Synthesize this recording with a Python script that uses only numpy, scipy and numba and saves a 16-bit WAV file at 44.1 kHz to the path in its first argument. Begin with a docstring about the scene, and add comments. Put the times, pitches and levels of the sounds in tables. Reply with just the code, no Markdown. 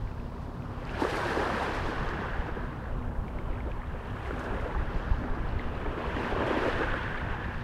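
"""Small waves wash up a pebble beach, a few metres from a microphone lying on the stones.
From the start, wind thumps the microphone and a far boat engine drones over distant surf.
At 1 s a wave breaks as clouds of ringing bubbles: big air pockets gulp, foam churns, spray flies.
It fizzes away through the pebbles by 3 s, lone drops fall, and a weaker wave follows near 4.5 s.
Just after 6 s another wave breaks, and it is still draining at the end."""
import sys
import numpy as np
from scipy import signal
from scipy.fft import rfft, irfft, next_fast_len
from scipy.io import wavfile
from scipy.ndimage import uniform_filter1d
from numba import njit

SR = 44100
rng = np.random.default_rng(int(sys.argv[2]) if len(sys.argv) > 2 else 0)


def generate_wav(signal):
    """Clip the signal to [-1, 1] and save it as 16-bit WAV at the path in sys.argv[1]."""
    frames = np.transpose(np.atleast_2d(signal))
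    scaled = np.clip(frames, -1, 1) * 32767
    pcm = np.round(scaled).astype(np.int16)
    wavfile.write(sys.argv[1], SR, pcm)


N = 336483

# The near waves. Each row: time in seconds, then the levels in dB of churning foam,
# fizz draining through pebbles, rattle and splash.
WAVE_LEVELS = [(0, -52.5, -59, -64, -66.5), (.6, -52.5, -64, -66, -66.5), (.85, -47, -50.5, -55, -66),
               (.98, -40.5, -43.5, -48, -57), (1.03, -36, -40.5, -45.5, -50.5), (1.3, -35, -38, -44, -49.5),
               (1.55, -34, -37.5, -45, -52), (1.84, -38, -42.5, -46, -53), (2.31, -40.5, -41.5, -52, -64),
               (2.69, -46, -49.5, -57.5, -71), (3.2, -50, -59.5, -65, -77), (3.53, -47.5, -56.5, -58, -76),
               (3.82, -50, -54, -60.5, -77), (4.25, -44.5, -49.5, -53, -72), (4.5, -40.5, -46, -53, -72),
               (4.82, -43, -47.5, -55, -68), (5.0, -43, -47, -53.5, -63), (5.3, -44, -49.5, -57.5, -67),
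               (5.55, -44.5, -49, -53.5, -70), (5.9, -42, -50, -52.5, -80),
               (6.22, -37.5, -43.5, -44.5, -59), (6.4, -35.5, -43.5, -45.5, -67),
               (6.54, -34, -40, -42.5, -57), (6.7, -35.5, -39, -42, -54), (6.86, -37.5, -35, -43.5, -66),
               (7.05, -41.5, -39, -46.5, -71), (7.4, -42.5, -41.5, -51.5, -70),
               (7.63, -48.5, -45.5, -52, -65)]
# Fine spray over the waves. Each row: time in seconds, level in dB.
SPRAY_LEVELS = [(0, -78), (.85, -75.5), (.97, -67), (1.02, -58), (1.17, -56), (1.3, -58), (1.6, -60),
                (2.19, -73), (2.59, -76), (3.95, -75), (4.4, -68), (4.7, -73.5), (5.14, -78), (5.84, -77),
                (6.22, -68), (6.42, -72), (6.62, -64), (6.93, -71), (7.29, -76), (7.63, -76)]
# Water thrown into the air in quick bursts. Each row: time in seconds, level in dB.
SPLASHES = [(.42, -66), (.87, -62), (.91, -62), (1.01, -48.5), (1.1, -51), (1.16, -49), (1.31, -55),
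            (1.63, -51), (1.75, -53), (1.88, -58), (2.03, -62), (2.1, -63), (3.28, -68), (3.7, -72),
            (4.27, -62), (4.4, -59), (4.44, -58), (4.61, -59), (4.97, -66), (5.81, -66), (6.21, -60),
            (6.3, -59), (6.47, -55), (6.68, -55), (6.82, -63), (6.96, -64)]
# Six bubble clouds: pockets, churn, fizz, rattle, splash, spray. Each row: middle pitch in Hz, spread
# in octaves, ring length in cycles, size scatter in dB, share of smooth noise (0 to 1), gain in dB.
BUBBLE_CLOUDS = [(410, .45, 12, 3.5, .45, 0), (1000, .38, 20, 3.5, .45, 0), (1590, .13, 30, 3.5, .35, -1.0),
                 (2350, .32, 18, 4, .5, 0), (3900, .33, 14, 3, .7, -1.5), (6300, .55, 10, 3.5, .85, -1)]
# Bubbles per second in each of those clouds.
BUBBLES_PER_S = (220, 450, 700, 700, 2000, 9000)
# Big air pockets closing with a gulp. Each row: start in seconds, level in dB, pitch in Hz.
GULPS = [(0.478, -27.5, 255), (0.818, -27.5, 494), (1.02, -12.5, 280), (1.049, -14.5, 437),
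         (1.286, -23, 590), (1.373, -15.5, 360), (3.662, -27, 300), (3.674, -23.5, 394),
         (3.947, -26.5, 460), (4.308, -23.5, 476), (4.659, -22.5, 476), (5.214, -22, 257),
         (5.86, -18.5, 382), (6.165, -22, 250), (6.2, -26, 355), (6.241, -29, 560), (6.324, -21, 412),
         (6.362, -23, 436), (6.404, -27, 377), (6.458, -29, 331), (6.478, -19, 538), (6.51, -14.5, 385),
         (6.528, -19.5, 236), (6.574, -19, 260), (6.654, -21, 364), (6.684, -15.5, 450), (6.795, -22, 258),
         (6.807, -16.5, 427), (6.94, -18, 490)]
# Water slaps and pebble knocks. Each row: start in seconds, level in dB, pitch in Hz.
KNOCKS = [(1.019, -16.5, 860), (1.05, -20.5, 1110), (2.857, -35, 1580), (3.833, -33, 1170),
          (4.308, -25, 1420), (4.509, -28, 900), (4.749, -31, 970), (5.239, -28, 1490), (5.862, -25.5, 910),
          (6.041, -24, 1010), (6.816, -19.5, 1150), (6.886, -22, 1490), (6.94, -21.5, 1400),
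          (7.079, -22, 1500), (7.287, -25.5, 1690), (7.444, -30, 1860)]
# Lone drops. Each row: start in seconds, level in dB, pitch in Hz.
DROPS = [(0.0742, -42, 2190), (0.1146, -47, 2410), (0.1993, -43, 2440), (0.6225, -44, 2420),
         (0.8939, -32, 2580), (1.1694, -29, 2030), (3.281, -36.5, 2170), (3.3872, -33.5, 2070),
         (3.5309, -38, 1980), (3.5555, -42, 2430), (3.6047, -34.5, 2090), (3.717, -35.5, 2390),
         (3.8187, -39, 1910), (4.259, -31.5, 1980), (4.381, -39, 2370), (4.5694, -39, 1900),
         (4.5994, -32, 1950), (4.7102, -34, 1960), (5.595, -27, 1960), (5.862, -33, 2190)]
# Sharp spatters of spray. Each row: start in seconds, level in dB, pitch in Hz.
SPATTERS = [(0.8525, -37, 4530), (1.0011, -37, 4670), (1.1712, -29, 4610), (2.0043, -48, 4600),
            (2.0906, -35, 4680), (2.2104, -49, 4680), (2.4593, -49, 4630), (4.1076, -51, 5860),
            (4.3949, -38, 6460), (4.9437, -50, 4680), (5.1851, -45, 4770), (6.119, -51, 4670),
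            (6.4767, -45, 4760)]
# How gulps, knocks, drops and spatters ring. Each row: length in cycles, pitch rise in octaves.
RING_SHAPES = [(5.86, 0.11), (11, 0.052), (14.4, 0.12), (7, 0)]
# Wind on the microphone. Each row: time in seconds, deep flutter in dB, sharper rumble in dB.
WIND_LEVELS = [(0.0, -41, -41.5), (0.45, -48, -42), (1.72, -47, -39.5), (2.02, -37.5, -39),
               (2.63, -47, -41.5), (3.02, -40.5, -40), (3.49, -37.5, -42), (4.44, -42.5, -43),
               (4.72, -33, -42), (5.1, -47, -37.5), (5.63, -34, -40.5), (6.12, -45, -41), (7.2, -43, -40.5),
               (7.63, -52, -39)]
# Hard thumps of wind. Each row: time of the pressure dip in seconds, depth in dB, width in milliseconds.
WIND_THUMPS = [(.053, -33, 7.9), (.196, -27, 6), (.25, -32, 7), (1.38, -39, 6), (1.861, -25.5, 11),
               (1.972, -28, 11), (2.077, -26, 10), (2.33, -30, 8.8), (2.395, -20, 7.2), (2.53, -28.5, 10),
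               (2.932, -30, 12), (2.985, -31, 8.6), (3.065, -25, 8.7), (3.187, -24.5, 8), (3.36, -38, 12),
               (3.44, -28, 7.6), (3.505, -23, 9), (3.893, -29, 7), (4.512, -26, 10), (4.639, -26, 8.6),
               (4.801, -22, 8), (4.838, -27, 15), (4.964, -19, 7), (5.115, -13, 5.5), (5.143, -25, 8.7),
               (5.309, -20.5, 12), (5.406, -20.5, 7.9), (5.465, -24, 9), (5.561, -35, 16), (5.66, -25, 18),
               (5.777, -29, 13), (5.877, -26.5, 12), (6.079, -26, 7.7), (6.334, -24, 7.9),
               (6.746, -28.5, 24), (6.916, -24, 10), (7.146, -30.5, 16), (7.313, -25, 8.6),
               (7.564, -26.5, 11)]
# The boat engine's tones. Each row: multiple of the firing rate, typical level in dB.
ENGINE_TONES = [(1, -50), (2, -45), (3, -48.5), (4, -56.5), (5, -57), (7, -50)]
# The tone colour of the distant surf. Each row: frequency in Hz, relative level in dB.
SURF_COLOUR = [(59, -14), (100, -18), (244, -18), (380, -34.5), (444, -1), (484, 11.5), (1050, 18),
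               (2180, -26), (4480, -70), (6000, -49), (7800, -79), (13200, -120)]

SIZE_LIMIT = .96  # clouds leave out the biggest 4 % of bubble sizes
POCKETS_DB, POCKETS_PER_FIZZ = -1, -0.37  # level against the churn; dB added per dB of fizz above it
SPLASH_RISE_S, SPLASH_FALL_S, SPLASH_SPRAY_DB = 0.0048, 0.011, -6  # the spray is set against its splash
SWARM_DB, SWARM_FALL_S = -18.5, 0.022  # smaller pockets trailing each gulp: level against it, fade time
GUST_DB, GUSTS_PER_S = 4, 12
REBOUND, REBOUND_DELAY, REBOUND_WIDTH = 0.47, 1.45, 1.9  # share of a dip's depth; the others in dip widths
ENGINE_HZ, ENGINE_WOBBLE = 34.78, 0.019  # firing rate, and the share by which it wanders
SURF_DB, HISS_DB, TOP_HZ = -51.5, -74.5, 15660


def near_waves():
    """Six bubble clouds surge together; single gulps, knocks, drops and spatters stand out."""
    surge_db = 0.41 * wander(30)
    clouds = zip(cloud_levels(), BUBBLES_PER_S, BUBBLE_CLOUDS)
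    wash = sum(undb(db + surge_db) * bubble_cloud(per_s, *row) for db, per_s, row in clouds)
    kinds = zip((GULPS, KNOCKS, DROPS, SPATTERS), RING_SHAPES)
    events = [row + shape for table, shape in kinds for row in table]
    singles = bubbles(*np.transpose(events))
    return wash + band(248, 16000, singles)  # pockets this small make no deep sound


def cloud_levels():
    """Each cloud's level in dB: gulps stir up more pockets, and thrown water adds splash and spray."""
    churn, fizz, rattle, splash = curves(WAVE_LEVELS)
    spray, = curves(SPRAY_LEVELS)
    thrown = bursts(SPLASHES, SPLASH_RISE_S, SPLASH_FALL_S)
    swarms = bursts(GULPS, SPLASH_RISE_S, SWARM_FALL_S)
    pockets = POCKETS_DB + churn + POCKETS_PER_FIZZ * (fizz - churn)  # weaker as draining takes over
    pockets = add_power(pockets, swarms, SWARM_DB)
    splash = add_power(splash, thrown, 0)
    spray = add_power(spray, thrown, SPLASH_SPRAY_DB)
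    return pockets, churn, fizz, rattle, splash, spray


def bubble_cloud(per_s, hz, octaves, cycles, scatter_db, smooth, gain_db):
    """Many random bubbles ring over a blur of noise: the ones too many to tell apart."""
    count = int(per_s * N / SR)
    when, size, life = rng.random((count, 3)).T
    pitch = np.clip(hz * 2 ** (octaves * rng.standard_normal(count)), 100, .4 * SR)
    level_db = -scatter_db * np.log(1 - SIZE_LIMIT * size)
    pops = bubbles(when * N / SR, level_db, pitch, cycles * (.5 + life), glide=0.265 * life)
    low_hz, high_hz = hz * 2 ** -(1.12 * octaves), hz * 2 ** (1.325 * octaves)
    blur = band_noise(low_hz, high_hz)
    pops = unit(band(low_hz / 1.98, high_hz * 2.05, pops))
    mix = np.sqrt(smooth) * blur + np.sqrt(1 - smooth) * pops
    return undb(gain_db + 0.13 * wander(40)) * mix


def bubbles(start_s, level_db, hz, cycles, glide):
    """Trapped air rings like a tiny bell, once for each start time."""
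    start = (np.asarray(start_s) * SR).astype(np.int64)
    return ring(start, hz, undb(level_db), np.maximum(cycles, 1.), glide)


@njit
def ring(start, hz, size, cycles, glide):
    """Each bubble is a pure tone that swells for half a cycle and dies away as its pitch glides up."""
    out = np.zeros(N)
    for k in range(len(start)):
        life = cycles[k] / np.pi / hz[k] * SR  # samples to fade to 37 %
        step = np.exp(2j * np.pi * hz[k] / SR - 1 / life)  # turns and shrinks the tone each sample
        climb = np.exp(2j * np.pi * hz[k] / SR * (2 ** glide[k] - 1) / (2 * life))
        tone = size[k] + 0j
        for i in range(start[k], min(N, start[k] + int(5 * life))):
            swell = min(1., 2 * (i - start[k]) * hz[k] / SR)
            out[i] += tone.imag * swell
            tone *= step
            step *= climb
    return out


def bursts(events, rise_s, fall_s):
    """The power of stirred water swells up to each event and fades after it."""
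    time_s, level_db = np.transpose(events)[:2]
    kicks = np.bincount((time_s * SR).astype(int), undb(level_db) ** 2, N)
    fade = lambda x, fade_s: signal.lfilter([1], [1, -np.exp(-1 / fade_s / SR)], x)
    return fade(kicks, fall_s) + fade(kicks[::-1], rise_s)[::-1]


def wind():
    """Swirls of air press on the microphone: a deep gusty flutter, a sharper rumble and single thumps."""
    flutter_db, rumble_db = curves(WIND_LEVELS)
    flutter = band_noise(15, 57) * undb(flutter_db + GUST_DB * wander(GUSTS_PER_S))
    rumble = band_noise(39, 165.5) * undb(rumble_db + 2.24 * wander(18))
    return flutter + rumble + wind_thumps()


def wind_thumps():
    """In each thump the air pressure dips quickly, then rebounds more slowly."""
    out = np.zeros(N)
    hump = lambda x: np.exp(-4 * np.log(2) * x ** 2)  # 1 wide at half its height
    for time_s, depth_db, width_ms in WIND_THUMPS:
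        span = np.arange(int((time_s - .05) * SR), min(int((time_s + .12) * SR), N))
        offset = (span / SR - time_s) / (width_ms / 1000)
        rebound = REBOUND * hump((offset - REBOUND_DELAY) / REBOUND_WIDTH)
        out[span] += undb(depth_db) * (rebound - hump(offset))
    return out


def boat_engine():
    """An engine fires unevenly; each of its tones fades in and out on the long way over the water."""
    firing_hz = ENGINE_HZ * (1 + ENGINE_WOBBLE * wander(12))
    phase = 2 * np.pi * np.cumsum(firing_hz) / SR
    return sum(undb(db + 2.54 * wander(9)) * np.sqrt(2) * np.sin(multiple * phase)
               for multiple, db in ENGINE_TONES)


def distant_surf():
    """Waves on the far shore blend into one steady, soft rush."""
    hz, db = np.transpose(SURF_COLOUR)
    size = next_fast_len(N)
    all_hz = np.arange(size // 2 + 1) * SR / size
    gain = undb(np.interp(np.log(all_hz + 1), np.log(hz), db))
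    rush = irfft(rfft(rng.standard_normal(size)) * gain, size)[:N]
    return undb(SURF_DB) * unit(rush)


def undb(db):
    """Turn decibels into a plain multiplier."""
    return 10 ** (np.asarray(db) / 20)


def add_power(level_db, power, gain_db):
    """Add a power, scaled by gain_db, to a level; the result is in dB."""
    return 10 * np.log10(undb(level_db) ** 2 + undb(gain_db) ** 2 * power)


def unit(x):
    """Scale a signal so its average power is 1."""
    return x / np.sqrt(np.mean(x ** 2))


def curves(table):
    """Join a table's rows with straight lines: one curve for each column after the time."""
    time_s, *columns = np.transpose(table)
    return [np.interp(np.arange(N) / SR, time_s, column) for column in columns]


def band(low_hz, high_hz, x):
    """Keep mostly the sound between two frequencies."""
    edges_hz = [low_hz, min(high_hz, .45 * SR)]
    return signal.sosfilt(signal.butter(2, edges_hz, "band", fs=SR, output="sos"), x)


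def band_noise(low_hz, high_hz):
    """Noise between two frequencies, with average power 1."""
    return unit(band(low_hz, high_hz, rng.standard_normal(N)))


def wander(per_s):
    """A smooth random wobble, about 1 in size, that heads for a new value per_s times a second."""
    hold = int(SR / per_s)
    steps = np.repeat(rng.standard_normal(N // hold + 1), hold)
    smooth = uniform_filter1d(uniform_filter1d(steps, hold), hold)[:N]
    drift = uniform_filter1d(smooth, 4 * hold)
    return unit(smooth - drift)


def scene():
    """One microphone hears it all."""
    return (near_waves() + wind() + boat_engine() + distant_surf())[None, :]


def record(dry):
    """The microphone adds its own faint hiss, and the highest treble is cut off steeply."""
    hissing = dry + undb(HISS_DB) * rng.standard_normal(N)
    return signal.sosfilt(signal.ellip(10, .2, 80, TOP_HZ, fs=SR, output="sos"), hissing)


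dry = scene()
out = record(dry)
generate_wav(out)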